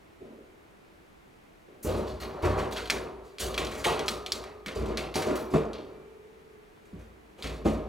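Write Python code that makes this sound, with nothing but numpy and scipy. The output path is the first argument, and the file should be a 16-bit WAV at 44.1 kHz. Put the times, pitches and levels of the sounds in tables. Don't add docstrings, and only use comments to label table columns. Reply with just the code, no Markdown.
import sys
import numpy as np
from scipy import signal
from scipy.fft import rfft, irfft, next_fast_len
from scipy.io import wavfile

SR = 44100
rng = np.random.default_rng(int(sys.argv[2]) if len(sys.argv) > 2 else 0)


def file_out(sig):
    cols = np.atleast_2d(sig).T
    lim = np.clip(cols, -1, 1)
    pcm = np.round(lim * 32767).astype(np.int16)
    wavfile.write(sys.argv[1], SR, pcm)


N = 347508


def amp(db):
    return 10 ** (np.asarray(db) / 20)


def unit(x):
    return x / np.sqrt(np.mean(x ** 2) + 1e-20)


def along(points, hz):
    point_hz, value = np.transpose(points)
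    return np.interp(np.log(hz + 1), np.log(point_hz + 1), value)


def filtered(x, response):
    size = next_fast_len(N + SR // 2)
    spectrum = rfft(x, size) * response(np.fft.rfftfreq(size, 1 / SR))
    return irfft(spectrum, size)[..., :N]


def wobble(steps, count=4096):
    return np.interp(steps, np.arange(count), rng.standard_normal(count))


def add(track, s, sound):
    start = max(round(s * SR), 0)
    room = track[..., start:start + sound.shape[-1]]
    room += sound[..., :room.shape[-1]]


def left_right(pair):
    mid, side = pair
    return np.array([mid + side, mid - side])


# (dB per Hz, relative)
ROOM_COLOUR = [(12, -58), (20, -7.5), (53, -4), (120, -9), (210, -5.5), (285, -7.5), (319, -2), (357, -5.5),
               (1810, -17), (2080, -16.5), (2600, -20.5), (5000, -31), (13900, -39), (16000, -44)]
# frequency_hz, likeness (-1 to 1)
ROOM_LIKENESS = [(60, 0.96), (180, 0.49), (550, -0.38), (1650, -0.17), (4970, 0.45), (15000, 1)]
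ROOM_DB = -58.5


def room_tone():
    def response(hz):
        turn = np.arccos(np.clip(along(ROOM_LIKENESS, hz), -1, 1)) / 2
        return amp(along(ROOM_COLOUR, hz)) * [np.cos(turn), np.sin(turn)]

    air = filtered(rng.standard_normal((2, N)), response)
    return amp(ROOM_DB) * air / np.std(air[0])


def ring(hits, modes, scatter_db, waver):
    t = np.arange(3 * SR) / SR
    hz, db, t60 = np.transpose(modes)
    bend = waver * np.array([wobble(t[::100] * 14) for _ in hz]).repeat(100, axis=1)
    fades = amp(-60 * t / t60[:, None])
    waves = (fades * np.exp(1j * (2 * np.pi * hz[:, None] * t + bend))).astype(np.complex64)
    out = np.zeros(N)
    for s, rise, level, pitch_hz, emphasis_db in hits:
        spot = emphasis_db / (1 + (np.log(hz / pitch_hz) / 0.2) ** 2)
        size = amp(db + spot + scatter_db * rng.standard_normal(len(hz)))
        phase = np.exp(2j * np.pi * rng.random(len(hz)))
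        strike = (size / np.linalg.norm(size) * phase).astype(np.complex64)
        onset = 1 - np.exp(-t / max(rise, 1e-4))
        add(out, s, np.sqrt(2) * amp(level) * (strike @ waves).real * onset)
    return out


# (dB per Hz, relative)
CAGE_COLOUR = [(65, -47), (110, -13.5), (223, -8.5), (269, -6.5), (444, 2.5), (547, 0.5), (607, -4),
               (780, -9), (884, -12), (1720, -23), (2080, -17), (2720, -22), (5650, -26), (13500, -36.5),
               (16000, -39)]
# centre_hz, width_hz, change_db
MODE_BUNCHES = [(147.6, 13, 7.5), (219.9, 10.8, 11.5), (371.2, 7.3, 13.5), (430, 33, 1), (624.5, 8.9, 9),
                (1136, 430, 7), (2210, 370, -4), (4500, 790, 2), (5320, 530, -6), (5560, 400, 5),
                (1520, 310, 0.5)]


def clang(hits, lo_hz, hi_hz, t60, lines_db, own_lines_db, spacing_hz,
          chatter_db, chatter_rate, side_db, punch, size=SR):
    t, hz = np.arange(size) / SR, np.fft.rfftfreq(size, 1 / SR) + 0.00093
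    bunches = sum(db / (1 + (2 * (hz - centre) / width) ** 2) for centre, width, db in MODE_BUNCHES)
    band = 1 / np.sqrt((1 + (lo_hz / hz) ** 14) * (1 + (hz / hi_hz) ** 14))
    lines = lines_db * np.tanh(wobble(hz / spacing_hz))
    comb = band * amp(along(CAGE_COLOUR, hz) + bunches + lines)
    out = np.zeros((2, N))
    for s, rise, level, pitch_hz, emphasis_db in hits:
        spot = emphasis_db / (1 + (np.log(hz / pitch_hz) / 0.53) ** 2)
        spot = spot + own_lines_db * wobble(hz / (4 * spacing_hz))
        tone = irfft(comb * amp(spot) * rfft(rng.standard_normal((2, size))))
        onset = 1 - np.exp(-t / max(rise, 1e-4))
        shape = onset * amp(-60 * t / t60) * (1 + punch * np.exp(-t / 0.013))
        hit = tone * shape * amp(chatter_db * wobble(t * chatter_rate))
        add(out, s, amp(level) * hit * np.linalg.norm(shape) / np.linalg.norm(hit[0]))
    return out * amp([[0], [side_db]])


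# start_s, level_db, pitch_hz
WIRE_PLUCKS = [(1.828, -55, 14000), (2.067, -59, 4050), (2.2, -49, 4230), (2.39, -61, 4230),
               (3.395, -44, 9800), (4.083, -47, 1230), (5.156, -45, 10300)]
# frequency_hz, level_db (relative), t60_s
THIN_WIRE_MODES = [(1114, -6, 1.5), (1233, 0, 2.4), (1297, -4, 1.7), (4043, -5, .36), (4226, 0, .38),
                   (4264, -3, .36), (5685, -2, .27), (7634, -3, .3), (8845, -2, .35), (9265, -2, .22),
                   (10280, -1, .33), (10850, -4, .27), (13200, -3, .33), (14890, -2, .22)]
PLUCK_RISE_S, PLUCK_SPOT_DB = 0.0017, 22


def zings():
    hits = [(s, PLUCK_RISE_S, db, hz, PLUCK_SPOT_DB) for s, db, hz in WIRE_PLUCKS]
    return ring(hits, THIN_WIRE_MODES, scatter_db=1.5, waver=1.4)


# start_s, rise_s, level_db, frame_sway_db, contact_hardness_db,
# change_per_rebound_db, frame_twist_db
WEIGHT_BLOWS = [(0.2, 0.038, -42.5, -23, -13, -3.5, 4), (1.683, 0.0032, -55, -18, -6, 4.5, 0),
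                (1.842, 0.045, -25, 0, 1, -2.5, 8), (2.12, 0.0048, -46, 8, 1, 2.5, -2),
                (2.209, 0.02, -38.5, -2.5, 6.5, 1, 0), (2.427, 0.012, -26.5, 3.5, 6, 0.5, 8.5),
                (3.02, 0.04, -38, -8.5, 1, -8, 3), (3.395, 0.034, -32.5, 0, 4, -0.5, -6),
                (3.702, 0.12, -31.5, -1, 3, -9, -4), (3.845, 0.029, -25, -14, 7.5, -6.5, 3),
                (4.75, 0.026, -31, 3, -0.5, 1.5, -7), (5.155, 0.0014, -29, -12, 5, -5.5, 11),
                (5.26, 0.029, -24, -14, 1, -8.5, -7), (5.515, 0.0059, -37.5, -4, -5, -13, 0),
                (5.537, 0.00085, -25.5, -14.5, 1, -39, -2), (5.785, 0.00087, -43.5, -8, -2, -1, 6),
                (6.925, 0.014, -50, 8, -3.5, -2, 0), (7.379, 0.027, -45, -11, 4, -19, 7),
                (7.442, 0.0068, -39, 3.5, -11, -2.5, -10.5), (7.652, 0.002, -27.5, -0.5, 0, -6, -2)]
REBOUND_DELAYS = [0.044, .125]
REBOUND_RISE_S = 0.045


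def shoves():
    rows = []
    for s, rise, db, sway, hardness, change, _ in WEIGHT_BLOWS:
        rows.append((s, rise, db, sway, hardness))
        for count, delay in enumerate(REBOUND_DELAYS, start=1):
            rows.append((s + delay, REBOUND_RISE_S, db + change * count, sway, hardness))
    return rows


# start_s, rise_s, clank_level_db, sizzle_over_clank_db, pitch_hz
JOINT_SLIPS = [(1.827, 0.0025, -57, 14, 14000), (1.838, 0.01, -54, 9.5, 6500), (1.96, 0.0092, -53, 1, 8800),
               (1.87, 0.066, -37.5, -9, 4180), (2.066, 0.0097, -47, -7.5, 4100),
               (2.199, 0.0088, -41, -7.5, 14000), (2.421, 0.0036, -47, -6.5, 12000),
               (2.437, 0.0058, -38.5, -18, 1730), (2.571, 0.025, -35.5, -11, 1794),
               (2.707, 0.0051, -47, -5, 12000), (2.755, 0.0086, -37, -22, 1400),
               (3.23, 0.044, -56, -2, 4660), (3.391, 0.013, -33, -1.5, 3900),
               (3.396, 0.0068, -46.5, 8.5, 11000), (3.712, 0.0015, -42.5, -7.5, 1810),
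               (3.775, 0.0064, -45.5, -2, 1810), (3.841, 0.0039, -26.5, -8.5, 2570),
               (3.885, 0.014, -37, -16, 2980), (4.748, 0.0057, -47, -4, 4440),
               (5.142, 0.003, -39, -8, 7000), (5.155, 0.0024, -42.5, -1, 10000),
               (5.275, 0.033, -40.5, -17.5, 1660), (5.353, 0.003, -42.5, -3, 14100),
               (5.5, 0.011, -51, -4, 9000), (5.537, 0.00074, -49.5, -6, 1500),
               (5.735, 0.0023, -48, -20, 3864), (6.85, 0.0017, -66.5, -4, 1900),
               (6.98, 0.023, -56.5, -7, 1780), (7.376, 0.023, -51, -5, 3020),
               (7.426, 0.009, -44.5, -8, 2750), (7.445, .012, -44.5, -16, 1600), (7.52, .02, -55, -3, 5000),
               (7.645, 0.02, -42, -4, 2740)]
# start_s, level_db, pitch_hz, panel_ring_db
BAR_SNAPS = [(2.453, -32, 6000, -50.5), (2.723, -29.5, 4400, -45), (2.764, -29, 3550, -44),
             (2.771, -26, 3200, -42), (2.798, -36, 2990, -67), (2.8559, -30, 3280, -49.5),
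             (2.874, -33, 3598, -52.5), (2.8991, -8, 2320, -32.5), (2.904, -12, 5750, -39.5),
             (3.3839, -25, 3250, -72), (3.5427, -23, 3140, -48), (3.5484, -32, 3570, -53),
             (3.5779, -12, 2750, -32.5), (3.6479, -27, 5963, -49.5), (3.669, -25.5, 3480, -48),
             (3.751, -36, 6500, -53.5), (3.7952, -37, 5000, -50), (3.9925, -19, 2770, -41.5),
             (4.06, -35, 6190, -50.5), (4.0811, -12, 3400, -39.5), (4.085, -15, 1330, -54),
             (4.0864, -16.5, 5300, -40.5), (4.2623, -19, 3420, -45.5), (4.32, -10, 4840, -39),
             (4.4388, -29, 1780, -49.5), (4.6607, -19.5, 2100, -41.5), (4.682, -24.5, 2420, -44.5),
             (4.858, -37, 3440, -51.5), (4.972, -18.5, 2510, -36.5), (4.973, -22, 4600, -46.5),
             (5.141, -28, 3500, -44), (5.156, -22, 5640, -44), (5.164, -24, 3280, -47.5),
             (5.22, -19, 1800, -39.5), (5.224, -26, 6050, -53), (5.268, -32, 5500, -50),
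             (5.732, -30.5, 3560, -79), (7.424, -26.5, 3620, -45), (7.442, -28, 2650, -43.5),
             (7.471, -28.5, 3600, -50.5)]
JOINTS_DB, JOINTS_HARDEN = -15.5, 0.26
CHATTER_HZ, SIZZLE_DB = 2470, -12
SNAP_RISE_S = 0.00024
SNAP_HZ, SNAP_SIZZLE_DB = 3100, -9.5
SIZZLE_DB_PER_OCTAVE = 8


def chatter():
    shaken = [(s, rise, db + JOINTS_DB + JOINTS_HARDEN * hardness, SIZZLE_DB, CHATTER_HZ)
              for s, rise, db, _, hardness in shoves()]
    snapped = []
    for s, _, hz, ring_db in BAR_SNAPS:
        sizzle_db = SNAP_SIZZLE_DB + SIZZLE_DB_PER_OCTAVE * np.log2(hz / SNAP_HZ)
        snapped.append((s, SNAP_RISE_S, ring_db, sizzle_db, hz))
    return JOINT_SLIPS + shaken + snapped


JOINT_SPOT_DB, SIZZLE_SPOT_DB = 11, 8.5
SIZZLE_HZ = 7350
JOINT_LINES_DB = 2.4


def jangles():
    rows = chatter()
    clank = [(s, rise, db, hz, JOINT_SPOT_DB) for s, rise, db, _, hz in rows]
    sizzle = [(s, rise, db + bright, max(hz, SIZZLE_HZ), SIZZLE_SPOT_DB)
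              for s, rise, db, bright, hz in rows]
    out = clang(clank, lo_hz=1320, hi_hz=5500, t60=0.46, lines_db=3.5, own_lines_db=JOINT_LINES_DB,
                spacing_hz=16, chatter_db=2.0, chatter_rate=240, side_db=-14.0, punch=0.1, size=SR // 2)
    out += clang(sizzle, lo_hz=5660, hi_hz=17000, t60=0.36, lines_db=5.0, own_lines_db=JOINT_LINES_DB,
                 spacing_hz=34.7, chatter_db=1.5, chatter_rate=220, side_db=-22.0, punch=0.11, size=SR // 2)
    return out


# start_s, level_db, pitch_hz, t60_s
SHELF_KNOCKS = [(1.847, -22, 400, .09), (1.89, -23, 500, .1), (2.436, -20, 960, .06),
                (2.439, -22, 400, .08), (2.452, -22, 355, .16), (2.47, -24, 530, .1),
                (2.628, -24, 440, .07), (3.856, -22, 865, .13), (3.86, -22, 360, .12),
                (3.87, -22, 708, .16), (3.88, -23, 1070, .12), (3.895, -24, 870, .12),
                (4.003, -28, 460, .1), (4.11, -31, 214, .09), (4.661, -30, 200, .1), (4.809, -28, 440, .09),
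                (4.887, -27, 400, .08), (5.163, -20.5, 380, .08), (5.166, -23, 630, .07),
                (5.266, -23, 440, .09), (5.311, -23, 290, .1), (5.5355, -16.5, 205, .1),
                (5.539, -23, 650, .13), (5.55, -18, 156, .12), (5.567, -18, 445, .22),
                (6.928, -31, 190, .11), (7.6565, -9, 320, .055), (7.656, -21, 790, .1),
                (7.673, -21, 510, .08)]
# frequency_hz, level_db (relative), t60_s
SHELF_OWN_MODES = [(156, -2, 0.33), (221.5, 0, 0.25), (291, -10.5, 0.76)]
SHELF_RING_DB = -12
BOOM_HZ, BOOM_RISE_S = 287, 0.0011


def knocks(overtone=2.285, overtone_db=-9, overtone_t60=0.023):
    t, out = np.arange(SR // 3) / SR, np.zeros(N)
    hits = []
    for s, db, pitch_hz, t60 in SHELF_KNOCKS:
        turn = 2 * np.pi * pitch_hz * t
        note = np.sin(turn) + amp(overtone_db - 60 * t / overtone_t60) * np.sin(overtone * turn)
        add(out, s, amp(db - 60 * t / t60) * (1 - np.exp(-t / 0.0042)) * note)
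        ring_db = db + SHELF_RING_DB - 10 * np.log10(1 + (pitch_hz / BOOM_HZ) ** 4)
        hits.append((s, BOOM_RISE_S, ring_db, pitch_hz, 0))
    return out + ring(hits, SHELF_OWN_MODES, scatter_db=0.0, waver=0.16)


SPREAD_S, SPREAD_DB = 0.04, 2.5
SNAP_SWAY_DB, SNAP_HARDNESS_DB = -7, 4.5
FRAME_LAG_S = 0.0059
TWIST_HZ = 92
SPOT_HZ, SPOT_DB = 490, 0
SHELF_DB, SHORT_WIRES_DB = -5, -10
SHELF_SOFTENS, SHELF_FOLLOWS_SWAY = 0.43, 0.057
TRAY_HZ, TRAY_DB, TRAY_FOLLOWS_SWAY = 132, 6, 0.76
BOOM_DB, BOOM_SPOT_DB = -19.5, 22


def shares():
    spread = [(s, SPREAD_S, ring_db + SPREAD_DB, SNAP_SWAY_DB, SNAP_HARDNESS_DB)
              for s, _, _, ring_db in BAR_SNAPS]
    frame = [(s, rise + FRAME_LAG_S, db + sway, TWIST_HZ, twist)
             for s, rise, db, sway, _, _, twist in WEIGHT_BLOWS]
    frame += [(s, rise + FRAME_LAG_S, db + sway, TWIST_HZ, 0) for s, rise, db, sway, _ in spread]
    shelf, long_wires, short_wires = [], [], []
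    for s, rise, db, sway, hardness in shoves() + spread:
        spot = SPOT_HZ * amp(hardness), SPOT_DB
        shelf_db = db + SHELF_DB - SHELF_SOFTENS * hardness + SHELF_FOLLOWS_SWAY * sway
        shelf.append((s, rise, shelf_db, TRAY_HZ, TRAY_DB + TRAY_FOLLOWS_SWAY * sway))
        long_wires.append((s, rise, db, *spot))
        short_wires.append((s, rise, db + SHORT_WIRES_DB + hardness, *spot))
    for s, db, hz, _ in SHELF_KNOCKS:
        boom_db = db + BOOM_DB - 10 * np.log10(1 + (hz / BOOM_HZ) ** 2)
        shelf.append((s, BOOM_RISE_S, boom_db, hz, BOOM_SPOT_DB))
    return frame, shelf, long_wires, short_wires


# frequency_hz, level_db (relative), t60_s
FRAME_MODES = [(57.47, 9, 0.96), (66.7, 2.5, 0.81), (90.4, 8, 0.66), (110, -5, 0.73)]
# frequency_hz, level_db (relative), t60_s
SINGING_WIRES = [(379, 1, 4.0), (400, -1.5, 3.8), (420, 1.5, 5.0), (444, -1, 4.8), (467, -5, 2.6),
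                 (496, -1, 2), (605, -3, 1.6), (705, -1, 1.5), (862, -4, 2.0), (896, -5, 1.7),
                 (1225, -8, 1.9), (1389, -6, 1.3), (2344, -12, 2.4)]
SINGING_DB, SINGING_WAVER = -20.7, 1.1


def blows():
    frame, shelf, long_wires, short_wires = shares()
    out = clang(shelf, lo_hz=126, hi_hz=307, t60=0.73, lines_db=1.0, own_lines_db=3.5, spacing_hz=7.25,
                chatter_db=0.0, chatter_rate=25.0, side_db=-19.0, punch=1.0)
    out += clang(long_wires, lo_hz=297, hi_hz=692, t60=0.67, lines_db=4.5, own_lines_db=2.0, spacing_hz=9,
                 chatter_db=1.0, chatter_rate=63.0, side_db=-12, punch=0.64)
    out += clang(short_wires, lo_hz=703, hi_hz=1790, t60=0.87, lines_db=5.0, own_lines_db=2.5, spacing_hz=11,
                 chatter_db=2.0, chatter_rate=72.7, side_db=-25, punch=0.8)
    out[0] += ring(frame, FRAME_MODES, scatter_db=0.5, waver=1.0)
    out[0] += amp(SINGING_DB) * ring(long_wires, SINGING_WIRES, scatter_db=3.0, waver=SINGING_WAVER)
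    return out


# frequency_hz, level_db (relative), t60_s
BAR_MODES = [(1330, 2.5, 0.026), (2057, -7.5, .09), (2321, 0.5, 0.052), (3287, -2.5, 0.069),
             (3560, -6, 0.028), (4135, -1, 0.057), (4500, -0.5, 0.041), (5610, -2, 0.042), (7900, -9, .04),
             (9900, -5, .04)]
CLINK_DB, CLINK_WIDTH = -15, 0.42


def clinks(contacts, scatter_db=2, detune=0.017):
    t, out = np.arange(SR // 8) / SR, np.zeros(N)
    hz, db, t60 = np.transpose(BAR_MODES)
    fades = amp(-60 * t / t60[:, None])
    for s, level, pitch_hz, _ in contacts:
        tuning, luck = rng.standard_normal((2, len(hz)))
        nearness = 1 / (1 + (np.log(hz / pitch_hz) / CLINK_WIDTH) ** 2)
        size = amp(level + CLINK_DB + db + scatter_db * luck) * nearness
        waves = np.sin(2 * np.pi * np.outer(hz * (1 + detune * tuning), t))
        add(out, s + 0.0005, size @ (fades * waves))
    return out


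LOOSE_DB = -50


def bounces(count=7, spread_s=0.05, above_db=2.5, scatter_db=3, fall_db_per_s=95,
            pitch_hz=3900, pitch_spread=0.18):
    rows = []
    for s, _, clank_db, *_ in chatter():
        if clank_db < LOOSE_DB:
            continue
        delay = 0.011 + spread_s * rng.exponential(size=count)
        db = clank_db + above_db - fall_db_per_s * delay + scatter_db * rng.standard_normal(count)
        pitches = pitch_hz * np.exp(pitch_spread * rng.standard_normal(count))
        rows += zip(s + delay, db, pitches)
    return rows


def snaps(contacts, pulse_s=0.00016, width_hz=1900, tick_db=-15, lines_db=4, echo_s=0.0067, echo_db=-9,
          swing_db=-0.5, rattle_db=-13.0):
    t, hz = np.arange(SR // 10) / SR, np.fft.rfftfreq(SR // 10, 1 / SR) + 1
    fade = amp(rattle_db - 60 * t / 0.03)
    out = np.zeros(N)
    for s, db, pitch_hz, *_ in contacts:
        since = t - 2 * pulse_s
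        pulse = np.cos(2 * np.pi * pitch_hz * since) * np.exp(-(since / pulse_s) ** 2)
        hump = 1 / (1 + (np.log(hz / pitch_hz) * pitch_hz / width_hz) ** 2)
        hump = hump + amp(tick_db) * (hz > pitch_hz)
        colour = amp(lines_db * wobble(hz / 260)) * hump / (1 + (hz / 11500) ** 4)
        rattle = unit(irfft(colour * rfft(rng.standard_normal(len(t))), len(t)))
        add(out, s + 0.00054, amp(db - 2.0) * (amp(swing_db) * pulse + fade * rattle))
    out = signal.sosfilt(signal.butter(3, 1400, "high", fs=SR, output="sos"), out)
    return filtered(out, lambda f: 1 + amp(echo_db) * np.exp(-2j * np.pi * f * echo_s))


# frequency_hz, left_lead_rad (negative: left lags)
PORT_PHASE = [(60, -0.14), (150, -0.33), (350, -0.58), (950, -0.97), (2200, -0.51), (5000, -0.39),
              (15000, -0.34)]


def scene():
    cage = left_right(blows() + jangles())
    cage = cage + knocks() + snaps([*BAR_SNAPS, *bounces()]) + clinks(BAR_SNAPS) + zings()
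    at_ports = filtered(cage, lambda hz: np.exp(0.5j * np.outer([1, -1], along(PORT_PHASE, hz))))
    return at_ports + left_right(room_tone())


TOP_HZ = 16000


def record(dry):
    return filtered(dry, lambda hz: hz < TOP_HZ)


dry = scene()
out = record(dry)
file_out(out)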